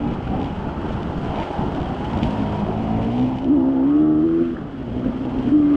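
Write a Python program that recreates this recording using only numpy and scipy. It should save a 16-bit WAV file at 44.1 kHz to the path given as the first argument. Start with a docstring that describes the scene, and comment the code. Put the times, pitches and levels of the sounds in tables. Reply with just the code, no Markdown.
"""Single-cylinder two-stroke trail motorcycle on a bumpy dirt track, one microphone at the rider's helmet.
It opens on a brief even drone (multiples of crank speed through the pipe), then burbles off the throttle
(uneven blows and gas noise) with short bursts; stones clack and loose metal ticks, both as damped rings.
From 2.3 s it fires more evenly, from 3 s the throttle opens to a full drone, at 4.5 s it shuts, at 5.5 s it opens.
Throughout: ringing intake bark and casing clatter, wind and tyre roar of filtered noise, crackling gravel grains."""
import sys
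import numpy as np
from scipy import signal
from scipy.io import wavfile
from scipy.ndimage import uniform_filter1d

SR = 44100
rng = np.random.default_rng(int(sys.argv[2]) if len(sys.argv) > 2 else 0)


def rack_gain(trim_db):
    """Turn a fader trim in dB into the linear factor to multiply a signal by."""
    fader = np.asarray(trim_db, float)
    return 10 ** (fader / 20)


def generate_wav(signal):
    """Clip the signal to [-1, 1] and save it as 16-bit WAV at the path in sys.argv[1]."""
    frames = np.transpose(np.atleast_2d(signal))
    scaled = np.clip(frames, -1, 1) * 32767
    pcm = np.round(scaled).astype(np.int16)
    wavfile.write(sys.argv[1], SR, pcm)


N = 253996  # length in samples

# Crank speed: time_s, speed_turns_per_s
CRANK_SPEED = [(0, 58), (.2, 59.5), (.44, 68), (.75, 74), (1.1, 76), (1.8, 71), (2.2, 53), (2.44, 53.3),
               (2.58, 50.5), (2.69, 53), (2.8, 55), (2.9, 55), (3.0, 55.8), (3.1, 58), (3.2, 62.8),
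               (3.4, 65), (3.45, 68), (3.485, 62), (3.535, 77), (3.58, 66.5), (3.63, 64.5), (3.7, 68),
               (3.75, 66), (3.79, 65), (3.82, 66), (3.9, 72.4), (3.96, 74.4), (4.03, 77), (4.14, 77.2),
               (4.2, 76), (4.26, 83), (4.32, 81.7), (4.38, 83.9), (4.44, 84.8), (4.53, 83), (4.6, 73),
               (4.7, 71), (4.81, 66), (4.88, 56), (4.95, 61), (5.02, 63), (5.1, 59.5), (5.22, 67),
               (5.3, 60), (5.37, 66), (5.45, 61.5), (5.5, 64), (5.54, 76), (5.6, 74.3), (5.65, 72.8),
               (5.76, 72)]
# Exhaust between the bursts: time_s, level_db
EXHAUST_LEVEL = [(0, -26.5), (.14, -40), (.2, -31.5), (.6, -49), (1.0, -30.5), (1.5, -47), (2.0, -34.5),
                 (2.23, -25), (2.5, -27), (3.1, -24), (3.24, -17.5), (3.31, -23.5), (3.42, -27.5),
                 (3.479, -22.5), (3.486, -15), (3.54, -14), (3.58, -17.5), (3.69, -16.5), (3.72, -20),
                 (3.77, -17.5), (3.8, -17), (3.95, -14.5), (4.42, -18), (4.44, -23), (4.53, -27.5),
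                 (4.55, -31.5), (4.7, -33.5), (4.85, -28), (5.0, -28), (5.5, -23.5), (5.52, -14),
                 (5.76, -15)]
# Engine load: time_s, even_share (0-1 of exhaust power from even firing), throttle (0 shut, 1 wide)
ENGINE_LOAD = [(0, .93, .6), (.13, .9, .6), (.17, .3, 0), (2.2, .25, 0), (2.3, .8, 0), (2.9, .86, 0),
               (3.1, .96, .25), (3.27, .97, .55), (3.31, .6, .3), (3.44, .7, .8), (3.5, .97, 1),
               (3.6, .99, .9), (3.82, .99, .9), (3.92, .99, 1), (4.42, .99, 1), (4.53, .97, .9),
               (4.56, .4, 0), (4.8, .3, .1), (4.95, .5, .15), (5.05, .35, .1), (5.15, .4, .2),
               (5.3, .4, .3), (5.505, .45, .45), (5.53, .98, 1.25), (5.76, .98, 1.2)]
# What the pipe passes of even firing: pitch_hz, shut_db, open_db (throttle shut or open)
PIPE_RESPONSE = [(50, -16, -27), (110, -3, -22), (160, -6, -17), (200, -5, -21), (240, 0, -9), (265, -2, 0),
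                 (335, -11, 1), (352, -12, -10), (390, -11, -12), (470, -15, -22), (540, -19, -27),
                 (670, -17, -29), (780, -14, -35), (950, -18, -42), (1200, -28, -25), (1500, -40, -40),
                 (2300, -55, -50)]
# Shape of one even blow-down: multiple (of crank speed), level_db
BLOWDOWN_ORDERS = [(1, 4.5), (2, 0.5), (3, -0.5), (4, 5.5), (5, -5.5), (6, -6.5), (7, -10), (8, 3), (9, 0),
                   (10, 6), (12, -1), (18, -10)]
# Multiples that stand out for a while: start_s, end_s, multiple (of crank speed), level_db (against whole drone)
ORDER_SWELLS = [(0, 0.16, 5, -6), (2.25, 2.45, 5, -4.5), (2.45, 2.7, 3, -6), (2.66, 2.78, 7, -9),
                (2.76, 2.92, 14, -17), (3.1, 3.27, 12, -24), (2.75, 3.1, 5, -9), (2.9, 3.42, 2, -13),
                (3.05, 3.25, 7, -17.5), (3.575, 3.63, 5, -7), (3.57, 3.85, 8, -24), (3.57, 3.85, 10, -28),
                (3.57, 3.9, 13, -29), (3.72, 3.84, 7, -24), (3.92, 4.22, 6, -26.5), (4, 4.45, 2, -22.5),
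                (3.99, 4.25, 3, -17.5), (4, 4.4, 5, -23), (3.57, 3.68, 6, -24.5), (3.57, 3.66, 14, -29),
                (3.97, 4.24, 9, -29), (3.94, 4.2, 11, -38), (4, 4.24, 8, -32), (4.24, 4.45, 6, -25),
                (4, 4.22, 24, -47), (3.75, 3.84, 12, -30.5), (3.86, 4.22, 15, -34), (3.9, 4.22, 17, -35),
                (4.41, 4.6, 3, -3.5), (4.4, 4.5, 8, -29), (4.38, 4.48, 7, -29), (5.55, 5.755, 9, -33.5),
                (5.58, 5.8, 16, -33), (5.66, 5.8, 14, -35), (5.58, 5.8, 17, -40), (5.62, 5.8, 29, -46)]
# Colour of one uneven firing: pitch_hz, level_db
BURBLE_COLOUR = [(60, -22.5), (110, -3), (170, -9), (240, 2), (310, -1), (400, -8), (550, -14), (800, -23),
                 (1100, -38.5), (2000, -44), (16000, -130)]
# Off the throttle the charge catches for a few turns: peak_s, peak_db, length_s
CATCHING_BURSTS = [(0.058, -26.5, 0.13), (0.121, -20, 0.03), (0.388, -24.5, 0.32), (0.674, -24.5, 0.093),
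                   (0.772, -31, 0.029), (0.856, -28.5, 0.08), (1.09, -37, 0.017), (1.374, -29, 0.27),
                   (1.508, -18.5, 0.02), (1.634, -25.5, 0.16), (1.697, -27, 0.056), (1.786, -24.5, 0.17),
                   (1.922, -28, 0.035), (3.454, -19, 0.029), (3.476, -13, 0.021), (5.075, -25.5, 0.091),
                   (4.97, -26, 0.093), (5.25, -29, 0.053), (5.336, -29, 0.045), (5.399, -24, 0.038),
                   (5.477, -18.5, 0.085)]
# Layer levels along the ride: time_s, wind_db, tyre_db (before a fixed lift), clatter_db, intake_db
RIDE_LEVELS = [(0, -30, -40, -50, -34.5), (.14, -25.5, -36.5, -48.5, -34), (.2, -31.5, -39, -50.5, -42),
               (.4, -22.5, -38, -47.5, -34), (.46, -25.5, -40, -47.5, -38.5), (.52, -29.5, -40.5, -47, -41),
               (.6, -28, -38, -48.5, -36), (.84, -29, -36, -48, -39), (.9, -26.5, -34.5, -45.5, -38),
               (.96, -27, -36.5, -47, -34), (1.27, -25, -37, -45, -37.5), (1.37, -27, -35, -45.5, -28),
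               (1.43, -29, -34, -43, -33.5), (1.5, -43, -37, -44.5, -34), (1.6, -24.5, -35, -45, -32),
               (1.96, -30, -36, -45.5, -35.5), (2.2, -23, -35.5, -44, -30.5), (2.24, -23, -40, -40, -32),
               (2.3, -28, -35, -42, -29), (2.76, -27.5, -39.5, -47.5, -29), (3.0, -25.5, -38, -46.5, -29.5),
               (3.15, -33, -43.5, -45.5, -31.5), (3.56, -32.5, -45.5, -53.5, -35),
               (3.8, -41.5, -40.5, -54, -34), (3.9, -41.5, -40.5, -54, -41), (4.11, -37.5, -44, -54, -44.5),
               (4.45, -35.5, -39.5, -51, -60.5), (4.65, -32.5, -41.5, -54.5, -51),
               (4.85, -37, -44, -53, -49), (5.05, -28.5, -41.5, -50.5, -46), (5.3, -33.5, -41, -50, -39),
               (5.5, -32, -38.5, -46.5, -43.5), (5.56, -30.5, -44.5, -53, -45),
               (5.76, -36.5, -35.5, -49, -38)]
# Colour of the intake in its airbox: pitch_hz, level_db
AIRBOX_COLOUR = [(300, -35), (600, -1), (720, -0.5), (860, -2.5), (980, -3), (1100, -13.5), (1500, -45.5),
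                 (16000, -130)]
# The one wandering pitch of the intake bark: time_s, pitch_hz, strength_db
INTAKE_RING = [(0, 842, 9.5), (.1, 826, 9), (.2, 820, 4.5), (.3, 735, 10), (.45, 807, 7.5), (.62, 877, 6.5),
               (1.0, 880, -1), (1.3, 780, 1.5), (1.335, 843, 6.5), (1.36, 749, 5), (1.41, 923, 10.5),
               (1.45, 840, 7), (1.55, 817, 6.5), (1.66, 892, 5), (1.8, 738, 2.5), (2.05, 832, 4.5),
               (2.35, 956, 0), (2.6, 952, 3.5), (2.66, 699, 2.5), (3.3, 769, 0), (3.6, 875, -4.5),
               (5.76, 817, -1)]
# Colour of the clatter and of the gravel: pitch_hz, level_db (per Hz)
CLATTER_COLOUR = [(1100, -31.5), (1700, -0.5), (2100, 0), (2600, -2.5), (3200, -5.5), (3600, -9),
                  (4300, -11.5), (5200, -14.5), (5800, -18), (8000, -24), (10000, -32.5), (12000, -40.5),
                  (14500, -63.5)]
# Rings of the engine casing: pitch_hz (before drift), width_hz, level_db (before drift)
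CASING_RINGS = [(2600, 200, -4), (2850, 90, 2), (3050, 100, 7), (3260, 100, 5)]
# Clatter between the tyre roar and the casing rings: time_s, gain_db
CLATTER_HOLLOW = [(0, 4.5), (1.2, -5), (1.4, 5), (1.55, -5.5), (2.2, -2), (3.3, 1.5), (3.6, -3),
                  (3.95, 1.5), (4.1, -7.5), (4.3, -5), (4.45, 1), (4.6, -8), (4.8, -1), (5.0, 1), (5.5, -3),
                  (5.76, 1)]
# Colour of the wind: pitch_hz, level_db (per Hz)
WIND_COLOUR = [(15, -14), (35, -8), (70, -2.5), (120, -6.5), (200, -4), (400, -21), (800, -53),
               (16000, -140)]
# Colour of the tyre roar: pitch_hz, level_db (per Hz)
TYRE_COLOUR = [(150, -32.5), (350, 5), (550, -3.5), (800, -17), (1150, -6.5), (1400, -7.5), (1800, -17),
               (2600, -31.5), (16000, -120)]
# Single knocks of loose metal on bumps: start_s, peak_db (before a gentle low-pass)
METAL_KNOCKS = [(0.278, -39), (0.907, -43), (1.031, -29), (1.3585, -30.5), (1.3873, -37), (1.401, -26),
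                (1.601, -39), (1.7492, -29), (2.133, -29.5), (2.175, -30), (2.189, -29), (2.2295, -34),
                (2.2324, -19), (2.232, -30), (2.2388, -24.5), (2.243, -38), (2.2564, -36), (2.7763, -37.5),
                (3.33, -45), (3.3614, -40), (3.3856, -28.5), (3.4442, -31.5), (5.1154, -47), (5.3892, -36),
                (5.4695, -44)]
# Loose metal buzzing once a crank turn: start_s, knocks (count), peak_db (nominal, mid-rattle)
METAL_RATTLES = [(.1134, 3, -38), (0.4011, 5, -28), (1.345, 9, -31.5), (1.8021, 3, -28), (3.117, 10, -33)]
# Modes of the loose metal: pitch_hz and level_db (both before random detuning), t60_s
METAL_MODES = [(2550, -1, .018), (3000, 1, .022), (3450, -4, .014), (4400, -9, .012), (5400, -11, .01),
               (6700, -16, .008), (8300, -24, .006)]
# Stones thrown against the frame: start_s, level_db (before the envelope), pitch_hz (nominal)
THROWN_STONES = [(0.205, -20.5, 760), (0.906, -16.5, 580), (2.779, -37, 674), (5.114, -23, 600),
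                 (0.2737, -26.5, 1370), (0.689, -24.5, 1320), (4.2396, -32.5, 1110), (4.2873, -29, 1310),
                 (4.393, -30, 1350), (4.554, -40, 1200), (4.565, -28, 1350), (4.567, -28.5, 1670),
                 (4.633, -35, 1230), (5.0422, -30.5, 1440)]


def evened(x):
    """Scales to rms 1."""
    return x / np.sqrt(np.mean(x ** 2) + 1e-20)


def curve(rows, column=1):
    """One column of a time table, at every sample."""
    rows = np.array(rows)
    return np.interp(np.arange(N) / SR, rows[:, 0], rows[:, column])


def read(points, hz):
    """A spectrum in dB on a log frequency axis."""
    f, db = np.transpose(points)
    return np.interp(np.log(hz + 1), np.log(f + 1), db)


def slow(hz, size=32):
    """Random drift of rms 1 low-passed at hz; drawn coarsely and interpolated."""
    low_pass = signal.butter(2, hz, fs=SR / size, output="sos")
    coarse = signal.sosfilt(low_pass, rng.standard_normal((N + SR) // size + 1))
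    coarse = coarse[SR // size:]  # the filter has settled by here
    return evened(np.interp(np.arange(N) / size, np.arange(len(coarse)), coarse))


def coloured(x, points):
    """Causal minimum-phase filter with the given spectrum, scaled to rms 1."""
    log_gain = np.log(rack_gain(read(points, abs(np.fft.fftfreq(8192, 1 / SR)))))
    response = np.fft.ifft(np.exp(np.conj(signal.hilbert(log_gain)))).real
    taps = response[:4096] * np.hanning(8192)[4096:]
    return evened(signal.oaconvolve(x, taps)[:N])


def clicks(s, size):
    """A train of single samples at the times s."""
    train = np.zeros(N)
    np.add.at(train, np.clip(np.round(s * SR).astype(int), 0, N - 1), size)
    return train


def resonate(x, hz, width_hz):
    """Shifts the curve hz down to zero, smooths, and shifts back: a resonance of gain 1."""
    turn = np.exp(2j * np.pi * np.cumsum(hz) / SR)
    r = np.exp(-np.pi * width_hz / SR)
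    return 2 * (turn * signal.lfilter([1 - r], [1, -r], x / turn)).real


def swell(multiple):
    """How far one multiple stands out over time: soft rise, hold, soft fall."""
    t, edge_s = np.arange(N) / SR, 0.033
    return sum(rack_gain(db) * np.clip(np.minimum(t - start, end - t) / edge_s + .5, 0, 1)
               for start, end, k, db in ORDER_SWELLS if round(k) == multiple)


def drone(speed_hz, turns, even, throttle, wobble_db=.9, wander_db=3):
    """Even firing: multiples of the crank speed; the wider the throttle, the more the pipe's pass band booms."""
    hz, shut_db, open_db = np.transpose(PIPE_RESPONSE)
    # uneven burning shakes the timing and blurs the high multiples
    turns = turns + .05 * (1 - even) * slow(hz=30)
    out = standing = 0
    for k in range(1, 31):
        shut = read(np.c_[hz, shut_db], k * speed_hz)
        wide = read(np.c_[hz, open_db], k * speed_hz)
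        pipe_db = (1 - throttle) * shut + throttle * wide
        unsteady = np.maximum(1 - throttle, min(k / 30, .6))
        waver_db = wobble_db * slow(hz=24.8) + wander_db * unsteady * slow(hz=9.1)
        db = pipe_db + np.interp(k, *np.transpose(BLOWDOWN_ORDERS)) + waver_db
        phase_drift = (.1 + .02 * k) * slow(hz=16)
        wave = np.cos(2 * np.pi * (k * turns + rng.random()) + phase_drift)
        out = out + rack_gain(db) * wave
        standing = standing + swell(k) * rack_gain(waver_db) * wave
    # level the drone by its running power in the main band
    band = signal.butter(2, [140, 450], "band", fs=SR, output="sos")
    power = uniform_filter1d(signal.sosfilt(band, out) ** 2, 6000)
    return out / np.sqrt(power + 1e-4) + np.sqrt(2) * standing


def burble(turns, spread_db=3, puff=.75):
    """Uneven firing: each turn burns well, badly or late, and turbulent gas follows each blow."""
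    at = np.flatnonzero(np.diff(np.floor(turns))) / SR
    chance = rng.standard_normal((len(at), 2))
    blows = clicks(at + 0.00066 * chance[:, 0], rack_gain(spread_db * chance[:, 1]))
    gas_decay = np.exp(-1 / (0.017 * SR))  # 17 ms
    gas = signal.lfilter([1], [1, -gas_decay], blows) * rng.standard_normal(N)
    return evened(coloured(blows, BURBLE_COLOUR) + puff * coloured(gas, BURBLE_COLOUR))


def exhaust(speed_hz, turns):
    """Load shifts the power from burble to drone; uneven firing wavers and catches in bursts."""
    even, throttle = curve(ENGINE_LOAD, column=1), curve(ENGINE_LOAD, column=2)
    t, misfire_db = np.arange(N) / SR, -0.5
    power = rack_gain(2 * (curve(EXHAUST_LEVEL) + misfire_db * (0.5 - even) * slow(hz=16)))
    # each burst is a bell about 21 dB down at the ends of its length
    power += sum(rack_gain(2 * db) * np.exp(-(4.37 * (t - s) / length) ** 2) for s, db, length in CATCHING_BURSTS)
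    firing = np.sqrt(even) * drone(speed_hz, turns, even, throttle) + np.sqrt(1 - even) * burble(turns)
    return np.sqrt(power) * firing


def intake(turns, puff=3.2):
    """The reed valve snaps open once a turn and gulps air through the airbox, more cleanly when firing is even."""
    at = np.flatnonzero(np.diff(np.floor(turns))) / SR
    chance = rng.standard_normal((len(at), 2))
    snaps = clicks(at + .00007 * chance[:, 0], rack_gain(1.5 * chance[:, 1]))
    gulps = (.5 + np.exp(-(turns % 1) / 5.0)) * rng.standard_normal(N)
    even = curve(ENGINE_LOAD, column=1)
    bark = (.4 + .6 * even) * coloured(snaps, AIRBOX_COLOUR)
    bark = bark + puff * (1 - .65 * even) * coloured(gulps, AIRBOX_COLOUR)
    ring = rack_gain(curve(INTAKE_RING, column=2)) * resonate(bark, curve(INTAKE_RING), width_hz=32)
    swing_db = 1.0 * slow(hz=6.8)
    return rack_gain(curve(RIDE_LEVELS, column=4) + swing_db) * evened(bark + ring)


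def clatter(turns, gate=0.49):
    """Hiss of piston and chain, freshened once a turn, rings the casing."""
    phase = (turns + 0.19 * slow(hz=29.4)) % 1
    pulse = 1 + gate * np.exp(-phase / 0.47) * rack_gain(3.6 * slow(hz=40))
    drive = pulse * rack_gain(0.71 * slow(hz=23)) * rng.standard_normal(N)
    rings = 0
    for hz, width_hz, db in CASING_RINGS:
        gain = rack_gain(db + 0.58 * slow(hz=3.8))
        wandering_hz = hz * (1 + .012 * slow(hz=1.7))
        rings = rings + gain * resonate(drive, wandering_hz, width_hz)
    hiss = coloured(drive + rings, CLATTER_COLOUR)
    hollow = resonate(hiss, np.full(N, 2400), width_hz=600)
    hiss = hiss + (rack_gain(curve(CLATTER_HOLLOW)) - 1) * hollow
    return rack_gain(curve(RIDE_LEVELS, column=3)) * hiss


def wind(gust_db=2.2):
    """Lumpy low turbulence at the microphone: noise with random swings of level."""
    gusts = rack_gain(gust_db * slow(hz=23)) * rng.standard_normal(N)
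    return rack_gain(curve(RIDE_LEVELS, column=1)) * coloured(gusts, WIND_COLOUR)


def tyres(body_db=2.0):
    """Knobs tear at the dirt: a roar of noise that flutters at random."""
    flutter = rack_gain(1.1 * slow(hz=61.4)) * rng.standard_normal(N)
    return rack_gain(curve(RIDE_LEVELS, column=2) + body_db) * coloured(flutter, TYRE_COLOUR)


def grit(grains_per_s=700, below_clatter_db=-13, spread_db=3):
    """Grains of gravel crackle on the frame, each a few cycles at one of 24 pitches."""
    out, t = np.zeros(N), np.arange(300) / SR
    for hz in np.geomspace(2000, 5200, num=24):
        struck = rng.random(N) < grains_per_s / 24 / SR
        size = rack_gain(spread_db * np.minimum(rng.exponential(1, N), 4)) * struck
        grain = np.sin(2 * np.pi * hz * t) * np.exp(-t * hz / 7) * (1 - np.exp(-t * hz * 2))
        crackle = signal.oaconvolve(size, grain / np.linalg.norm(grain))[:N]
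        out += rack_gain(read(CLATTER_COLOUR, hz)) * np.sqrt(hz) * crackle
    return rack_gain(curve(RIDE_LEVELS, column=3) + below_clatter_db) * evened(out)


def knocks(knock_snap=3, rattle_snap=6, edge_db=-5, spread_db=-1.5, faint_per_s=1.6, faint_db=-48):
    """Start, peak dB and first-crack sharpness of all knocks: rattles swell and fade, faint ones fall at random."""
    rows = [(s, db, knock_snap) for s, db in METAL_KNOCKS]
    for s, count, db in METAL_RATTLES:
        k = np.arange(count)
        turn_s = 1 / np.interp(s + .008 * count, *np.transpose(CRANK_SPEED))
        arch = np.sin(np.pi * (k + 1) / (count + 2))
        peaks_db = db + edge_db * (1 - arch) + spread_db * rng.standard_normal(count)
        rows += zip(s + k * turn_s, peaks_db, [rattle_snap] * count)
    faint = rng.random((40, 3))
    faint = faint[faint[:, 2] < faint_per_s * N / SR / 40]
    faint_peaks_db = faint_db + 6 * (faint[:, 1] - .5)
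    return rows + list(zip(faint[:, 0] * N / SR, faint_peaks_db, [knock_snap] * len(faint)))


def ticks():
    """Each knock rings the same few short modes, tuned a little differently, and leaves a brief rattle."""
    out, t = np.zeros(N + 2100), np.arange(2000) / SR
    rattle_band = signal.butter(2, [2100, 3600], "band", fs=SR)
    rows = knocks()
    for (s, db, snap), chance in zip(rows, rng.standard_normal((len(rows), 2000))):
        ring = sum(rack_gain(mode_db + 2 * c - 60 * t / t60) * np.sin(2 * np.pi * hz * (1 + 0.011 * c) * t)
                   for (hz, mode_db, t60), c in zip(METAL_MODES, chance))
        ring *= 1 + snap * np.exp(-t / .0008)  # first crack
        ring += 1.5 * signal.lfilter(*rattle_band, chance) * rack_gain(-60 * t / .05)
        ring *= 1 - np.exp(-t / .0002)  # soft onset
        out[round(s * SR):][:2000] += rack_gain(db) * ring / abs(ring).max()
    return signal.lfilter(*signal.butter(2, 9000, fs=SR), out[:N])


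def stones():
    """A short dull clack each: a damped ring whose pitch rises as the stone leaves."""
    out, t = np.zeros(N + 1500), np.arange(1500) / SR
    for s, db, hz in THROWN_STONES:
        clack = np.sin(2 * np.pi * .92 * hz * t * (1 + 20 * t))
        envelope = rack_gain(db - 60 * (t / .011) ** 2) * (1 - np.exp(-t / 0.0009))
        out[round(s * SR):][:1500] += envelope * clack
    return out[:N]


def scene():
    """All sources at one microphone."""
    speed_hz = curve(CRANK_SPEED)
    turns = np.cumsum(speed_hz) / SR
    engine = exhaust(speed_hz, turns) + intake(turns) + clatter(turns)
    return (engine + wind() + tyres() + grit() + ticks() + stones())[None]


def top_cut(x):
    """Nothing passes above the cut-off."""
    return signal.sosfilt(signal.butter(12, 14880, fs=SR, output="sos"), x)


def record(dry):
    """Eases both ends of the microphone signal over 3 ms and returns the finished mix."""
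    t = np.arange(N) / SR
    ease = np.sin(np.pi / 2 * np.clip(np.minimum(t, t[::-1]) / .003, 0, 1)) ** 2
    return top_cut(dry * ease)


dry = scene()
out = record(dry)
generate_wav(out)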